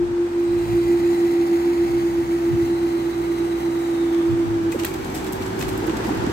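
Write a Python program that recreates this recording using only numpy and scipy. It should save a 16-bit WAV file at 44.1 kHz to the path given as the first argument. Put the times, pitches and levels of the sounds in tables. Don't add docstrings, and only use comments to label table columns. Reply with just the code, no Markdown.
import sys
import numpy as np
from scipy import signal
from scipy.fft import rfft, irfft, next_fast_len
from scipy.io import wavfile
from scipy.ndimage import uniform_filter1d

SR = 44100
rng = np.random.default_rng(int(sys.argv[2]) if len(sys.argv) > 2 else 0)


def store_pcm(level_fs):
    pcm = np.round(np.clip(level_fs, -1, 1) * 32767).astype(np.int16)
    wavfile.write(sys.argv[1], SR, np.atleast_2d(pcm).T)


N = 278752
T = np.arange(N) / SR
HZ = np.maximum(np.arange(next_fast_len(N) // 2 + 1) * SR / next_fast_len(N), 1)
PUMP_STOP_S = 4.706

# (time [s], pitch [Hz])
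HUM_PITCH = [(0, 346.5), (.7, 344.2), (1.55, 341.4), (1.8, 342.6), (2.15, 339), (2.7, 340), (3.4, 338.6),
             (4.4, 336.8), (4.7, 334)]
# (time [s], relative level [dB])
HUM_LEVEL = [(0, -19.3), (.2, -20), (.9, -17.5), (1.6, -18.5), (2.55, -19.5), (3.1, -22.5), (3.8, -22),
             (4.25, -18.4), (4.7, -21.3)]
# (time [s], depth [dB])
HUM_DIPS = [(.095, 6.3), (.307, 8.5), (.66, 9), (1.894, 2.7), (2.11, 3.8), (2.263, 6), (2.405, 1.5),
            (3.135, 4.5), (3.6, 4.2), (4.476, 5.7)]
# (time [s], rate [throbs per s])
THROB_RATE = [(0, 10.57), (.5, 9.09), (.95, 6.16), (1.4, 6.72), (1.8, 7.29), (2.1, 8.27), (2.45, 7.13),
              (2.85, 8.8), (3.2, 8.52), (3.6, 8.33), (4.2, 7.81), (4.6, 7.57)]
# (time [s], swing either way [dB])
THROB_DEPTH = [(0, 1.4), (.5, .9), (1.0, 3), (1.2, 1.1), (1.5, 2.6), (2.0, 1.8), (2.45, 2.4), (3.5, 2.2),
               (3.9, .9), (4.6, 1.3)]
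# (pitch [times the hum's], level against the hum [dB])
SHAFT_TONES = [(3 / 5, -27.5), (4 / 5, -24)]
# (time [s], left minus right [dB])
PUMP_PAN = [(0, 6), (.5, 1.5), (2.7, 2.5), (3.15, -0.2), (4.7, 2)]

# (time [s], firing rate [Hz])
ENGINE_SPEED = [(0, 42.3), (.55, 52.53), (.74, 56.3), (.95, 64.37), (1.45, 72.35), (1.85, 64.6),
                (2.75, 64.3), (3.2, 58.44), (3.85, 65.9), (4.85, 45.54), (5.55, 53.07), (6.0, 57.46),
                (6.32, 58.5)]
# (time [s], relative level [dB])
ENGINE_LEVEL = [(0, -40), (.45, -48.5), (.6, -37.5), (.75, -36), (1.15, -44), (1.7, -43.5), (2.1, -38.5),
                (3.0, -42), (3.7, -40), (4.45, -47), (4.9, -42), (5.45, -40.5), (5.9, -38.5), (6.32, -35)]
# (pitch [times the firing rate], relative level [dB])
EXHAUST_TONES = [(1, -4), (2, -3), (3, -7), (4, -9.5)]
# (frequency [Hz], relative level [dB])
RUMBLE_COLOUR = [(25, -32), (45, -7), (70, 0), (105, 0.5), (160, -1), (240, 3), (320, 6.5), (400, 0),
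                 (500, -12), (650, -47), (1000, -59)]
# (frequency [Hz], relative level [dB])
TYRE_COLOUR = [(200, -33), (450, 3.5), (600, 0), (880, 3.5), (1130, -3), (1600, -4), (2300, -11.5),
               (3000, -14), (4200, -17.5), (6000, -20.5), (8200, -23), (9700, -30.5), (12000, -27),
               (16000, -46)]
# (frequency [Hz], likeness [-1 to 1])
LIKENESS = [(35, .9), (65, 0.79), (130, 1), (300, 0.92), (450, 0.045), (640, -0.22), (1300, -0.17),
            (2500, 0.0046), (16000, -0.077)]

# (time [s], level [dB], half length [s])
WIND_PUFFS = [(0.046, -32.5, 0.086), (0.556, -37, 0.12), (0.714, -27.5, 0.044), (0.868, -37, .03),
              (1.05, -41, 0.15), (1.9, -39, .15), (2.198, -38, 0.086), (2.537, -21, 0.03), (2.63, -33, .03),
              (4.328, -26.5, 0.048), (4.483, -29, 0.078), (4.65, -34, 0.068), (4.997, -37, .03),
              (5.42, -39, .04), (5.66, -35, 0.083), (6.202, -29, 0.029)]
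# (frequency [Hz], relative level [dB])
WIND_COLOUR = [(25, -32), (50, -11), (75, -2), (105, 2.5), (160, -5.5), (230, -13), (350, -24), (700, -48),
               (2000, -80)]
# (time [s], relative level [dB])
HISS_LEVEL = [(0, -60), (.4, -48), (.75, -40), (1.7, -40.5), (2.4, -42), (3.9, -42), (4.6, -46.5),
              (5.1, -41.5), (6.32, -46.5)]
# (frequency [Hz], relative level [dB])
HISS_COLOUR = [(400, -9), (750, 11.5), (1200, -1.5), (2100, 3.5), (3000, -2.5), (4200, -6.5), (5500, -9.5),
               (7000, -7.5), (8400, -10.5), (9600, -13.5), (12000, -9.5), (14000, -12), (16000, -15.5)]

# (pitch [Hz], width [Hz], level while lifting [dB], level near the top [dB])
VALVE_BANDS = [(745, 240, -45, -51), (1203, 140, -60, -50), (1990, 290, -48.5, -71), (2210, 210, -58, -53),
               (2460, 210, -54.5, -70), (4640, 1200, -55.5, -66)]
# (time [s], pitch [Hz], relative level [dB])
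VALVE_WHISTLES = [
    [(0, 3960, -82), (.5, 4003, -57.5), (1.1, 4060, -55), (1.75, 4130, -59), (2.45, 4100, -66),
     (2.75, 4040, -52.5), (3.25, 4010, -57.5), (3.6, 3920, -53.5), (3.85, 3880, -56), (4.2, 3490, -55),
     (4.7, 3200, -71)],
    [(0, 8000, -78), (.55, 7670, -64), (.85, 7330, -60), (1.2, 7100, -58), (1.75, 7050, -64),
     (2.0, 6720, -59), (3.6, 6698, -71), (3.87, 6950, -56), (4.2, 6743, -68), (4.7, 6700, -78)],
    [(0, 8300, -71), (.8, 8500, -58), (1.5, 8480, -66), (2.5, 8513, -63), (3.1, 8250, -62),
     (3.8, 8620, -60), (4.3, 8320, -61), (4.7, 8200, -71)],
]
# (start [s], end [s], pitch [Hz], level [dB])
WHINES = [(1.15, 1.65, 760, -44), (3.05, 3.619, 383.8, -42.5), (3.6, 4.1, 760, -49),
          (4.926, 5.107, 377, -36), (5.26, 5.772, 378.5, -34), (5.952, 6.195, 379.5, -38)]

# (time [s], relative level [dB], fall time [s], brightness [dB per octave])
CLICKS = [(4.147, -35, 0.0031, -6), (4.721, -32.5, 0.0057, 2), (4.797, -33, 0.01, -2.5),
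          (4.836, -31.5, 0.0038, -3), (4.848, -24, 0.0019, -3), (4.851, -13, 0.00082, 12.5),
          (4.862, -36, 0.027, -3), (4.940, -35, 0.0055, 1), (5.048, -40, 0.0079, 0), (5.101, -38, .002, -2),
          (5.145, -37, .004, 2), (5.155, -34, 0.01, -0.5), (5.167, -41, .004, -1), (5.178, -36, 0.005, -1),
          (5.210, -41, 0.0027, -4), (5.245, -36, 0.003, 1), (5.268, -38, 0.0099, -3), (5.283, -42, .002, 0),
          (5.325, -29, 0.0019, 8), (5.332, -28.5, 0.0022, 3), (5.364, -42, .0015, 5),
          (5.422, -38.5, 0.008, -4), (5.438, -41, 0.0043, 0), (5.463, -39.5, 0.0089, -3),
          (5.593, -34.5, 0.0047, 1), (5.604, -34, .003, 0), (5.612, -29, 0.0053, -3.5),
          (5.626, -28.5, 0.0045, -3), (5.684, -34.5, 0.003, 6), (5.691, -33, 0.0054, 0),
          (5.734, -40, 0.0013, -1), (5.758, -47, 0.0014, 1), (5.777, -34, 0.0037, 6),
          (5.815, -51, 0.0014, 3), (5.824, -35, .002, -14), (5.842, -30, 0.0017, -10),
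          (5.868, -37.5, 0.0046, 4), (5.881, -32, .002, -9), (5.897, -30, 0.0025, -6.5),
          (5.91, -35, .003, -6), (5.971, -33.5, 0.0044, -2.5), (6.045, -38, 0.012, -4.5),
          (6.07, -36, .003, 1), (6.087, -38, .002, 6), (6.149, -39, .002, 7), (6.173, -41, .0016, 11),
          (6.183, -45, 0.0011, 7), (6.266, -31, .0015, -6)]
# (frequency [Hz], relative level [dB])
CLICK_COLOUR = [(500, -33), (1200, 1.5), (2300, 3.5), (3500, 3), (5500, 0.5), (7200, 3), (7950, 5.5),
                (8800, 1.5), (9900, -8), (10900, 2), (11450, 3), (11800, 3), (12100, 7), (13100, -2),
                (13900, 1), (14250, 0), (14550, -4), (15400, -2), (17000, -11)]
# (time [s], relative level [dB], pitch [Hz], time to fade by 60 dB [s])
LATCHES = [(4.724, -25.5, 2490, 0.046), (4.725, -28, 2040, .03), (4.80, -36, 2850, 0.093),
           (4.848, -25, 1936, 0.038), (4.848, -29, 2410, .03), (4.85, -29, 3280, 0.059),
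           (4.85, -32, 4100, .06), (4.917, -26.5, 2290, 0.017), (5.611, -34, 2500, 0.027),
           (5.624, -42, 3060, 0.07), (5.625, -35, 4140, .035), (6.07, -42, 4980, 0.14)]
# (time [s], relative level [dB], pitch [Hz], fall time [s])
BUMPS = [(4.748, -25.5, 473, 0.013), (4.752, -34.5, 562, 0.0081), (4.759, -17, 336, 0.0073),
         (4.766, -27, 237.4, 0.027), (4.82, -25.5, 337.5, 0.054), (5.164, -24, 320, 0.016),
         (5.824, -30, 400, 0.0081), (5.842, -21, 356, 0.0099), (5.883, -16, 331, 0.011),
         (5.902, -20.5, 333, 0.017), (5.937, -18, 345.4, 0.0083), (6.045, -23.5, 330, .02),
         (6.063, -26, 350, .014), (6.083, -19.5, 230, 0.0084), (6.093, -21.5, 800, 0.0037),
         (6.11, -18, 294, 0.009), (6.123, -21, 345, 0.0046), (6.272, -21, 260, 0.0064),
         (6.293, -23, 340, .012)]
# (frequency [Hz], gain [dB])
RIGHT_SIDE_COLOUR = [(100, -0.5), (220, -1), (360, 4), (600, -2.5), (1200, 0), (7000, 0), (9000, -1.5),
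                     (12000, -9.5), (16000, -10)]


def from_db(db):
    return 10 ** (np.asarray(db) / 20)


def rms_one(x):
    return x / np.sqrt(np.mean(x ** 2) + 1e-20)


def in_time(rows):
    s, *columns = np.transpose(rows)
    return [np.interp(T, s, c) for c in columns]


def at_hz(points, hz):
    known_hz, values = np.transpose(points)
    return np.interp(np.log(hz), np.log(known_hz), values)


def filtered(x, gain):
    return irfft(rfft(x, next_fast_len(N)) * gain, next_fast_len(N))[..., :N]


def drift(rate):
    step, warm_up = 40, 2000
    r = np.exp(-2 * np.pi * step * rate / SR)
    kicks = rng.standard_normal(N // step + warm_up + 2)
    slow = signal.lfilter([1], [1, -2 * r, r * r], kicks)[warm_up:]
    return np.interp(np.arange(N) / step, np.arange(len(slow)), rms_one(slow))


def turning(hz):
    return 2 * np.pi * np.cumsum(hz) / SR


def noise(colour):
    return rms_one(filtered(rng.standard_normal(N), from_db(at_hz(colour, HZ))))


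def all_around(colour):
    alike = at_hz(LIKENESS, HZ)
    gains = np.sqrt([1 + alike, 1 - alike]) * from_db(at_hz(colour, HZ))
    mid, side = filtered(rng.standard_normal((2, N)), gains)
    return rms_one(np.array([mid + side, mid - side]))


def from_left(x, lead_ms):
    return np.array([x, np.interp(T - lead_ms / 1000, T, x)])


def burst(t, rise_s, fall_s):
    return np.exp(np.where(t < 0, t / rise_s, -t / fall_s))


def narrow_band(x, hz, width_hz):
    r = np.exp(-np.pi * width_hz / SR)
    b, a = [1, 0, -1], [1, -2 * r * np.cos(2 * np.pi * hz / SR), r * r]
    return signal.lfilter(b, a, signal.lfilter(b, a, x))


def pump_hz(run_down_hz_per_s=13.8):
    return in_time(HUM_PITCH)[0] - run_down_hz_per_s * np.maximum(T - PUMP_STOP_S, 0)


def pumps(gain_db=-1.78, flutter_db=0.61, wobble_hz=1.176, dip_s=0.035, throb_low_s=2.265):
    phase = turning(pump_hz() + wobble_hz * drift(12.5))
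    hum = np.sin(phase)
    for multiple, db in SHAFT_TONES:
        hum += np.sin(multiple * phase) * from_db(db + 2 * drift(5.2))
    dips_db = sum(depth_db * np.exp(-((T - s) / dip_s) ** 2) for s, depth_db in HUM_DIPS)
    throb = turning(in_time(THROB_RATE)[0])
    throb_db = in_time(THROB_DEPTH)[0] * np.cos(throb - np.interp(throb_low_s, T, throb))
    stopped_s = np.maximum(T - PUMP_STOP_S, 0)
    stop_db = 7 * np.minimum(stopped_s / 0.02, 1) + 27 * stopped_s
    level_db = in_time(HUM_LEVEL)[0] + gain_db - dips_db - throb_db - stop_db + flutter_db * drift(29)
    pan = from_db(in_time(PUMP_PAN)[0] * np.array([[.5], [-.5]]))
    return from_left(np.sqrt(2) * hum * from_db(level_db), lead_ms=0.075) * pan


def engine(jitter=0.0092, rough_db=1.0, pipe_hz=108, pipe_width_hz=11, pipe_db=4.5):
    hz, = in_time(ENGINE_SPEED)
    level_db, = in_time(ENGINE_LEVEL)
    phase = turning(hz * (1 + jitter * drift(14.7)))
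    exhaust = 0
    for multiple, db in EXHAUST_TONES:
        boost_db = pipe_db / (1 + ((multiple * hz - pipe_hz) / pipe_width_hz) ** 2)
        strength = from_db(db + boost_db + rough_db * drift(17))
        exhaust += strength * np.sin(multiple * phase + rng.uniform(0, 2 * np.pi))
    return from_left(np.sqrt(2) * exhaust * from_db(level_db), lead_ms=0.83)


def road(far_rumble_db=-37.5, far_tyres_db=-38, near_db=-29, closest_s=6.54, gap_m=2.66, m_per_s=3.38):
    distance_m = np.hypot(gap_m, m_per_s * (T - closest_s))
    near_car = from_db(near_db) * gap_m / distance_m
    rumble = all_around(RUMBLE_COLOUR) * np.hypot(from_db(far_rumble_db), near_car)
    tyres = all_around(TYRE_COLOUR) * np.hypot(from_db(far_tyres_db), near_car)
    lumps_db, swell_db, grain_db = 0.5 * drift(34), 1.5 * drift(0.62), 0.5 * drift(69)
    return rumble * from_db(lumps_db + swell_db) + tyres * from_db(grain_db)


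def wind():
    power = sum(from_db(db) ** 2 * np.exp(-2 * ((T - s) / half_s) ** 2) for s, db, half_s in WIND_PUFFS)
    return np.sqrt(power) * np.array([noise(WIND_COLOUR), noise(WIND_COLOUR)])


def with_echoes(x, echo_db=-8.0, sway_ms=0.076):
    echoes = 0
    for lag_ms in np.geomspace(0.92, 2.6, 3):
        delay_s = (lag_ms + sway_ms * drift(.25)) / 1000
        echoes += np.interp(T - delay_s, T, x)
    return rms_one(x + from_db(echo_db) * echoes)


def hiss(flicker_db=1.53, scatter_db=-8.5, tilt_db_per_octave=9.0):
    level_db, = in_time(HISS_LEVEL)
    direct = from_left(with_echoes(noise(HISS_COLOUR)), lead_ms=0.434 + 0.013 * T)
    scattered = all_around([(hz, db + tilt_db_per_octave * np.log2(hz)) for hz, db in HISS_COLOUR])
    return (direct + from_db(scatter_db) * scattered) * from_db(level_db + flicker_db * drift(32))


def oil_rush(pulse_depth=0.52, flicker_db=1.5, lift_eases_s=(1.86, 3.5)):
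    out = 0
    for hz, width_hz, lifting_db, top_db in VALVE_BANDS:
        band = rms_one(narrow_band(rng.standard_normal((2, N)), hz, width_hz))
        level_db = np.interp(T, lift_eases_s, [lifting_db, top_db])
        out += band * from_db(level_db + flicker_db * drift(57))
    shaft = np.sin(turning(pump_hz()) / 5)
    flow = np.clip(T, .1, 1) * np.clip((PUMP_STOP_S - T) / 0.41, 0, 1)
    return out * flow * (1 + pulse_depth * shaft)


def valve_whistles(gain_db=2.0, flicker_db=2.5, wander_hz=25.06, half_widths_hz=(170, 260, 200)):
    out = 0
    for curve, half_width_hz in zip(VALVE_WHISTLES, half_widths_hz):
        hz, level_db = in_time(curve)
        phase = turning(hz + wander_hz * drift(5))
        a, b = filtered(rng.standard_normal((2, 2, N)), 1 / (1 + (HZ / half_width_hz) ** 2))
        whistle = rms_one(a * np.cos(phase) + b * np.sin(phase))
        out += whistle * from_db(level_db + gain_db + flicker_db * drift(12))
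    return out


def whine(fade_s=0.14, waver_hz=0.86, waver_db=0.5):
    out = 0
    for start, end, hz, level_db in WHINES:
        held = np.exp(-np.abs(T - np.clip(T, start, end)) / fade_s)
        tone = np.sin(turning(hz + waver_hz * drift(5.97)))
        out += held * tone * from_db(level_db + waver_db * drift(3.6))
    return from_left(np.sqrt(2) * out, lead_ms=0.4)


def clicks(gain_db=2.5, grit_db=4.5, alike=0.09, rise_share=0.51, tail_db=-9, tail_s=0.052):
    size, lead_in = 12288, 1536
    out = np.zeros((2, N + size))
    hz = np.maximum(np.arange(size // 2 + 1) * SR / size, 1)
    octaves = np.log2(np.maximum(hz, 500) / 6000)
    t = (np.arange(size) - lead_in) / SR
    for s, level_db, fall_s, tilt_db in CLICKS:
        rise_s = rise_share * fall_s
        shape = burst(t, rise_s, fall_s)
        grit = from_db(grit_db * rms_one(uniform_filter1d(rng.standard_normal(size), size=40)))
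        shared = np.sqrt(alike) * rng.standard_normal(size)
        each_side = np.sqrt(1 - alike) * rng.standard_normal((2, size))
        crunch = rms_one((shared + each_side) * grit * shape) * np.sqrt(np.mean(shape ** 2))
        tail_gain = from_db(tail_db) * min(fall_s / 0.0065, 1.3)
        tail = tail_gain * burst(t, rise_s, tail_s) * rng.standard_normal((2, size))
        colour = rms_one(from_db(at_hz(CLICK_COLOUR, hz) + tilt_db * octaves))
        click = irfft(rfft(crunch + tail) * colour, size)
        start = round(s * SR) - lead_in
        out[:, start:start + size] += from_db(level_db + gain_db) * click
    return out[:, :N]


def latches(gain_db=-2.5):
    out = np.zeros(N)
    for s, level_db, hz, ring_s in LATCHES:
        t = np.maximum(T - s, 0)
        fade_db = np.minimum(60 * t / ring_s, 200)
        out += from_db(level_db + gain_db - fade_db) * np.sin(2 * np.pi * hz * t)
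    return from_left(out, lead_ms=0.051)


def bumps(gain_db=-0.5, rise_share=0.32, ring_share=0.76, width_share=0.28):
    out = np.zeros(N)
    for s, level_db, hz, fall_s in BUMPS:
        near = (T > s - .3) & (T < s + .7)
        t = T[near] - s
        shape = burst(t, rise_share * fall_s, fall_s)
        rumble = narrow_band(rng.standard_normal(N // 4), hz, width_share * hz)[-len(t):] * shape
        ring = np.sin(2 * np.pi * hz * t) * shape
        body = np.sqrt(ring_share) * rms_one(ring) + np.sqrt(1 - ring_share) * rms_one(rumble)
        out[near] += from_db(level_db + gain_db) * rms_one(body) * np.sqrt(np.mean(shape ** 2))
    return from_left(out, lead_ms=0.14)


def scene():
    lifting = pumps() + whine() + oil_rush() + valve_whistles()
    settling = clicks() + latches()
    return lifting + settling + engine() + bumps() + road() + hiss() + wind()


def record(dry):
    cutoff_hz = 15800
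    low_pass = 1 / np.sqrt(1 + (HZ / cutoff_hz) ** 200)
    right_side = low_pass * from_db(at_hz(RIGHT_SIDE_COLOUR, HZ))
    return filtered(dry, np.array([low_pass, right_side]))


dry = scene()
out = record(dry)
store_pcm(out)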